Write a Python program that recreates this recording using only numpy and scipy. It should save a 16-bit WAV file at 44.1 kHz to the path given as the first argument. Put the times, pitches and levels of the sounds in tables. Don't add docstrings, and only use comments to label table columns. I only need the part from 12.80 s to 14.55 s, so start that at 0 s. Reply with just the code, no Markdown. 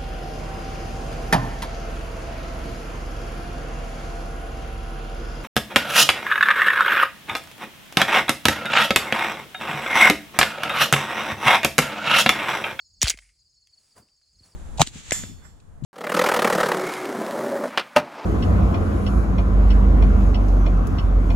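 import sys
import numpy as np
from scipy import signal
from scipy.fft import rfft, irfft
from scipy.io import wavfile

SR = 44100
rng = np.random.default_rng(int(sys.argv[2]) if len(sys.argv) > 2 else 0)


def master(y):
    cut = np.clip(np.atleast_2d(y).T, -1, 1)
    pcm = np.round(cut * 32767)
    wavfile.write(sys.argv[1], SR, pcm.astype(np.int16))


N = 77175
T = np.arange(N) / SR


def from_db(db):
    return 10 ** (np.asarray(db) / 20)


def level(rows):
    return from_db(np.interp(T, *np.transpose(rows)))


def at_hz(points, hz):
    point_hz, db = np.transpose(points)
    return np.interp(np.log(hz + 1), np.log(point_hz), db)


def envelope(start, rise, hold, t60):
    age = T - start
    release_age = np.maximum(age - rise - hold, 0)
    return np.clip(age / rise, 0, 1) * 1000. ** (-release_age / t60)


def lowpass(x, hz):
    return signal.sosfiltfilt(signal.butter(3, hz, fs=SR, output="sos"), x)


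# frequency in Hz, side relative to middle in dB before any added width.
WIDTH = [(60, -44), (250, -21), (650, -8), (1400, -22), (2600, -37.5), (3900, -23.5), (4900, -0.5),
         (5800, -20.5), (7200, -7.5), (9500, 1.5), (11000, 4), (12500, 21), (15000, 8.5)]
AMBIENT_WIDTH_DB = 2


def noise(spectrum, width_db=0, grains_per_s=0, grain_db=0):
    hz = np.arange(N // 2 + 1) * SR / N
    white = rng.standard_normal((2, N))
    if grains_per_s:
        grain_times = rng.random(N) < grains_per_s / SR
        unit_power = np.sqrt(SR / grains_per_s)
        grains = rng.standard_normal((2, N)) * grain_times * unit_power
        white = white + from_db(grain_db) * grains
    mid, side = irfft(rfft(white) * from_db(at_hz(spectrum, hz)), N)
    side = irfft(rfft(side) * from_db(at_hz(WIDTH, hz) + width_db), N)
    return np.array([mid + side, mid - side]) / mid.std()


# start in seconds, level in dB, bass and treble in dB relative to the
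# middle band, t60 in seconds, ping pitch in Hz, ping level in dB over the blow's level.
BLOWS = [(0.2167, -13, -5, -3, 0.009, 6600, 1.5), (0.224, -16.5, -1, 2, 0.013, 5300, 1.5),
         (0.2289, -21, -15, -4, 0.01, 2300, -2.5), (0.2292, -14.5, 8, 6, 0.013, 6900, 2.5),
         (0.2438, -26, 1, -11, .05, 2600, 2), (0.2562, -24, -9, -20, 0.021, 1550, 1.5),
         (0.269, -25, 5.5, -16, .03, 1430, 3), (0.2749, -22, -1, -2.5, .02, 4100, 5),
         (0.2813, -14.5, -1, -4, 0.016, 4500, 3.5), (0.288, -27.5, -13, 5, 0.018, 3900, 7),
         (0.2979, -19, -3.5, 9, .012, 7900, 2.5), (0.3018, -16, -2.5, -2, 0.018, 5900, 2),
         (.3080, -27.5, 0.5, 0.5, 0.038, 6500, 0.5), (0.3735, -45.5, 8, -1.5, 0.032, 4400, 1),
         (0.388, -42, 2.5, -10, 0.029, 2150, 10.5), (0.8718, -54, -16.5, 0.5, 0.0098, 3300, -2),
         (1.2853, -59, -1.5, -28, .014, 2600, 2), (1.415, -73.5, 6.5, -11, 0.047, 1650, 4.5)]
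# frequency in Hz, relative spectral level in dB.
STEEL_COLOUR = [(150, -39), (380, -23.5), (600, -4.5), (950, -16), (1400, -6.5), (2200, -1), (3200, 0.5),
                (4000, -2.5), (5000, 0), (6600, 0.5), (8500, -5.5), (10500, -8.5), (12200, -30),
                (15000, -14), (17000, -26.5)]
# frequency in Hz, relative spectral level in dB.
TAIL_COLOUR = [(200, -22), (700, -10.5), (1200, -17), (2150, 3.5), (2700, -8), (3400, -6.5), (5000, -3),
               (7000, -1.5), (10500, -6), (12000, -33), (16000, -26.5)]
BLOW_RISE_S, PING_T60_S = 0.00045, 0.0097
BASS_EDGE_HZ, TREBLE_EDGE_HZ = 1500, 5000
NEAR_DB, NEAR_T60_S, FIELD_DB, FIELD_T60_S = -20.5, .1, -46.5, 0.29


def clacks():
    steel = noise(STEEL_COLOUR, grains_per_s=5000, grain_db=-3.5)
    bass = lowpass(steel, BASS_EDGE_HZ)
    treble = steel - lowpass(steel, TREBLE_EDGE_HZ)
    middle = steel - bass - treble
    blows, tail_power = 0, 0
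    for s, db, bass_db, treble_db, t60, ping_hz, ping_db in BLOWS:
        colour = from_db(bass_db) * bass + middle + from_db(treble_db) * treble
        crack = envelope(s, BLOW_RISE_S, 0, t60) * colour
        ping_envelope = from_db(ping_db) * envelope(s, BLOW_RISE_S, 0, PING_T60_S)
        ping = ping_envelope * np.sin(2 * np.pi * ping_hz * (T - s))
        blows = blows + from_db(db) * (crack + ping)
        near = from_db(NEAR_DB) * envelope(s, 0.0004, 0, NEAR_T60_S)
        field = from_db(FIELD_DB) * envelope(s, 0.025, 0, FIELD_T60_S)
        tail_power = tail_power + (from_db(db) * (near + field)) ** 2
    return blows + np.sqrt(tail_power) * noise(TAIL_COLOUR)


# frequency in Hz, mean level in dB relative to the blow,
# t60 in seconds.
GUN_MODES = [(1936, -29, .1), (2115, -24.5, .11), (2270, -23.5, .1), (2474, -26, .09), (2700, -26, 0.071),
             (3155, -22, .085), (3090, -21, 0.075), (3294, -22.5, .08), (4040, -27, .06), (4224, -25, .06),
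             (4490, -25, .06), (4750, -27, 0.089), (4690, -27, .08), (5560, -25, .06), (5800, -23.5, .06),
             (6150, -24, .06), (6630, -21, .06), (7240, -24, 0.049), (8450, -29.5, 0.068),
             (10300, -31.5, 0.049)]


def gun_ring():
    s, db = np.transpose(BLOWS)[:2]
    strength_db = rng.normal(0, 2.5, (len(s), len(GUN_MODES)))
    ring = 0
    for k, (hz, mode_db, t60) in enumerate(GUN_MODES):
        clicks = np.zeros(N)
        signs = rng.choice([-1, 1], len(s))
        clicks[(s * SR).astype(int)] = from_db(db + mode_db + strength_db[:, k]) * signs
        r = np.exp(-np.log(1000) / (t60 * SR))
        w = 2 * np.pi * hz / SR
        ring = ring + signal.lfilter([0, np.sin(w)], [1, -2 * r * np.cos(w), r * r], clicks + 1e-18)
    return ring


# time in seconds, level in dB.
SCRAPE_LEVEL = [(.19, -120), (.215, -46.5), (.222, -33.5), (.248, -32), (.263, -33.5), (.278, -34.5),
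                (.295, -45), (.315, -42), (.335, -67), (.38, -120)]
# frequency in Hz, relative spectral level in dB.
RAIL_COLOUR = [(300, -28), (700, -10), (1100, -15.5), (2000, -5.5), (2700, -4.5), (3200, 5.5), (3800, -1),
               (5000, -7.5), (7000, -5.5), (10500, -16.5), (12000, -29), (16000, -27.5)]
SQUEAL_S, SQUEAL_HOLD_S, SQUEAL_T60_S = .217, 0.0049, 0.004
SQUEAL_HZ, SQUEAL_DB = 5776, -16.5


def slide():
    squeal_envelope = envelope(SQUEAL_S, BLOW_RISE_S, SQUEAL_HOLD_S, SQUEAL_T60_S)
    squeal = from_db(SQUEAL_DB) * squeal_envelope * np.sin(2 * np.pi * SQUEAL_HZ * T)
    return squeal + level(SCRAPE_LEVEL) * noise(RAIL_COLOUR, grains_per_s=600, grain_db=3)


# start in seconds, level in dB, rise in seconds, t60 in seconds.
THUMPS = [(0.2289, -17.5, 0.018, 0.09), (0.3395, -47, 0.0034, 0.11), (1.604, -50, 0.016, 0.095)]
THUMP_START_HZ, THUMP_END_HZ, THUMP_FALL_S = 664, 47, .0054
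BOOM_S, BOOM_HZ, BOOM_DB, BOOM_T60_S = .315, 46.8, -45.5, 0.58


def low_thumps():
    boom_envelope = envelope(BOOM_S, 0.0067, 0, BOOM_T60_S)
    out = from_db(BOOM_DB) * boom_envelope * np.sin(2 * np.pi * BOOM_HZ * (T - BOOM_S))
    for s, db, rise, t60 in THUMPS:
        fall = np.exp(-np.maximum(T - s, 0) / THUMP_FALL_S)
        hz = (THUMP_END_HZ + (THUMP_START_HZ - THUMP_END_HZ) * fall) * (T > s)
        phase = 2 * np.pi * np.cumsum(hz) / SR
        out = out + from_db(db) * envelope(s, rise, 0, t60) * np.sin(phase)
    return out


# start in seconds, level in dB, rise in seconds, t60 in seconds.
BUSH_ECHOES = [(.31, -36, 0.003, 0.069), (.337, -47, .003, .05), (.42, -67, 0.029, 0.33),
               (0.4207, -56, 0.0014, 0.048), (0.489, -59, 0.0033, 0.051)]
# frequency in Hz, relative spectral level in dB.
BUSH_COLOUR = [(500, -33), (1100, -20.5), (1600, -8.5), (2200, 3.5), (2900, -6.5), (3800, -18), (8000, -21),
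               (12000, -38)]
# frequency in Hz, relative spectral level in dB.
FAR_GRASS_COLOUR = [(1000, -14.5), (3000, -12), (3900, -6), (5000, 1.5), (7000, 0.5), (9500, 1),
                    (10500, -8), (11500, -28)]
HUSH_S, HUSH_DB, HUSH_RISE_S, HUSH_T60_S = 0.365, -61, 0.053, 0.56


def echoes():
    bush_gain = sum(from_db(db) * envelope(s, rise, 0, t60) for s, db, rise, t60 in BUSH_ECHOES)
    dull = bush_gain * noise(BUSH_COLOUR)
    hush_gain = from_db(HUSH_DB) * envelope(HUSH_S, HUSH_RISE_S, 0, HUSH_T60_S)
    return dull + hush_gain * noise(FAR_GRASS_COLOUR)


# start in seconds, level in dB, rise in seconds,
# hold in seconds, t60 in seconds.
STEPS = [(1.149, -64.5, 0.0078, 0.043, 0.38), (1.163, -55, .001, 0.0052, 0.051),
         (1.175, -54.5, 0.0038, 0.0062, 0.093), (1.612, -66.5, 0.03, 0.053, 0.87)]
# frequency in Hz, relative spectral level in dB.
TURF_COLOUR = [(35, -27), (80, 5), (240, -4), (450, -4.5), (1200, -6.5), (2200, -17), (4000, -23),
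               (8500, -15.5), (11000, -21), (12500, -42.5), (16000, -23.5)]
# frequency in Hz, relative spectral level in dB.
SOIL_COLOUR = [(60, -10), (140, -3), (240, 1), (400, -6), (700, -15), (2000, -36)]
THUD_S, THUD_DB, THUD_T60_S = 1.197, -56.5, 0.15


def footsteps():
    weight = sum(from_db(db) * envelope(s, rise, hold, t60) for s, db, rise, hold, t60 in STEPS)
    crush = weight * noise(TURF_COLOUR, AMBIENT_WIDTH_DB, grains_per_s=900, grain_db=-4)
    thud = from_db(THUD_DB) * envelope(THUD_S, 0.0038, 0, THUD_T60_S) * noise(SOIL_COLOUR)
    return crush + thud


# time in seconds, level in dB.
RUSTLE_LEVEL = [(0, -89), (.55, -82.5), (.85, -83), (1, -70), (1.12, -69.5), (1.25, -77), (1.36, -80.5),
                (1.57, -76.5), (1.66, -62), (1.75, -72)]
# frequency in Hz, relative spectral level in dB.
CLOTH_COLOUR = [(100, 7), (400, 0.5), (900, -2), (1700, -2), (3500, -2), (6000, 0), (8000, 4),
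                (10500, -2.5), (12000, -24.5), (15500, -12.5)]


def clothes():
    return level(RUSTLE_LEVEL) * noise(CLOTH_COLOUR, AMBIENT_WIDTH_DB, grains_per_s=1200, grain_db=-5.5)


CHIRP_WIDTH_S, CHIRP_SAG_HZ_PER_S = 0.0087, 19000


def chirp(s, hz, db, pan_db):
    out = np.zeros((2, N))
    near = slice(*np.searchsorted(T, [s - 4 * CHIRP_WIDTH_S, s + 4 * CHIRP_WIDTH_S]))
    age = T[near] - s
    phase = 2 * np.pi * (hz - CHIRP_SAG_HZ_PER_S * age / 2) * age
    tone = np.exp(-(age / CHIRP_WIDTH_S) ** 2) * np.sin(phase)
    out[:, near] = from_db([[db + pan_db], [db - pan_db]]) * tone
    return out


# time of the peak in seconds, middle pitch in Hz, level in dB before panning.
NEAR_CHIRPS = [(.002, 6750, -56), (0.02, 4480, -54.5), (0.071, 6800, -58.5), (0.142, 6640, -58),
               (0.16, 4560, -69), (.18, 4380, -58), (0.613, 4500, -67), (.768, 6740, -68.5),
               (0.782, 4433, -59), (0.827, 4350, -57.5), (.9, 4430, -62), (.938, 4450, -51.5),
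               (.982, 4460, -52), (1.126, 4724, -58.5), (1.176, 4680, -56.5), (1.228, 4650, -58),
               (1.324, 4650, -61), (1.385, 4390, -67), (1.435, 4240, -62), (1.483, 4230, -65),
               (1.557, 4270, -62.5), (1.597, 4400, -54), (1.639, 4420, -51.5), (1.722, 4680, -61.5)]


def near_insects():
    return sum(chirp(s, hz, db, rng.normal(0, 1)) for s, hz, db in NEAR_CHIRPS)


# time in seconds, shift in Hz.
SWARM_SHIFT = [(0, 0.5), (.8, -60.5), (1.1, 120), (1.3, 99.5), (1.45, -160), (1.6, 36), (1.75, 61)]


def swarm(rate, hz, spread_hz, db):
    draws = rng.uniform(-1, 1, size=(200, 4))
    out = 0
    for k, (late, high, loud, side) in enumerate(draws):
        if k < rate * T[-1]:
            shift_hz = np.interp(k / rate, *np.transpose(SWARM_SHIFT))
            pitch_hz = hz + shift_hz + np.sqrt(3) * spread_hz * high
            out = out + chirp((k + late) / rate, pitch_hz, db + 4 * loud, 2 * side)
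    return out


# chirps per second, pitch in Hz before the shift, standard deviation of
# pitch in Hz, mean level in dB before the common gain.
SWARMS = [(50.35, 4600, 220, -68), (37.3, 5200, 200, -70), (25, 6700, 89, -70), (39.5, 7500, 180, -77.5)]
# frequency in Hz, relative spectral level in dB.
CHORUS_COLOUR = [(200, -16), (1000, -25.5), (3600, -31), (4100, -10.5), (4550, 6), (5300, -1.5),
                 (5900, -15), (6700, -5), (7700, -11), (9000, -20), (10800, -28.5), (12000, -41.5),
                 (15500, -26)]
# time in seconds, gain in dB.
FARTHER_GAIN = [(.2, 5), (.3, -10.5), (.52, -5.5), (.62, 1.5), (.85, 0.5), (1.1, -1.5), (1.6, 0.5)]


def farther_insects():
    chorus = from_db(-72) * noise(CHORUS_COLOUR, AMBIENT_WIDTH_DB)
    return level(FARTHER_GAIN) * (chorus + sum(swarm(*row) for row in SWARMS))


# time in seconds, level in dB.
WIND_LEVEL = [(0, -73.5), (.09, -72), (.2, -60), (.5, -73.5), (.65, -72), (.85, -77.5), (1, -83),
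              (1.3, -76.5), (1.45, -84.5), (1.56, -64.5), (1.63, -63), (1.75, -75.5)]
# frequency in Hz, relative spectral level in dB.
RUMBLE_COLOUR = [(20, -28), (32, -11), (47, -1), (75, -0.5), (130, -12.5), (300, -28.5), (1000, -45),
                 (4000, -72)]


def wind():
    return level(WIND_LEVEL) * noise(RUMBLE_COLOUR)


def scene():
    pistol = clacks() + gun_ring() + slide()
    person = footsteps() + clothes()
    field = echoes() + near_insects() + farther_insects() + wind()
    return pistol + low_thumps() + person + field


def record(dry):
    rounded = np.tanh(dry)
    return signal.sosfilt(signal.ellip(10, .1, 80, 16400, fs=SR, output="sos"), rounded)


dry = scene()
out = record(dry)
master(out)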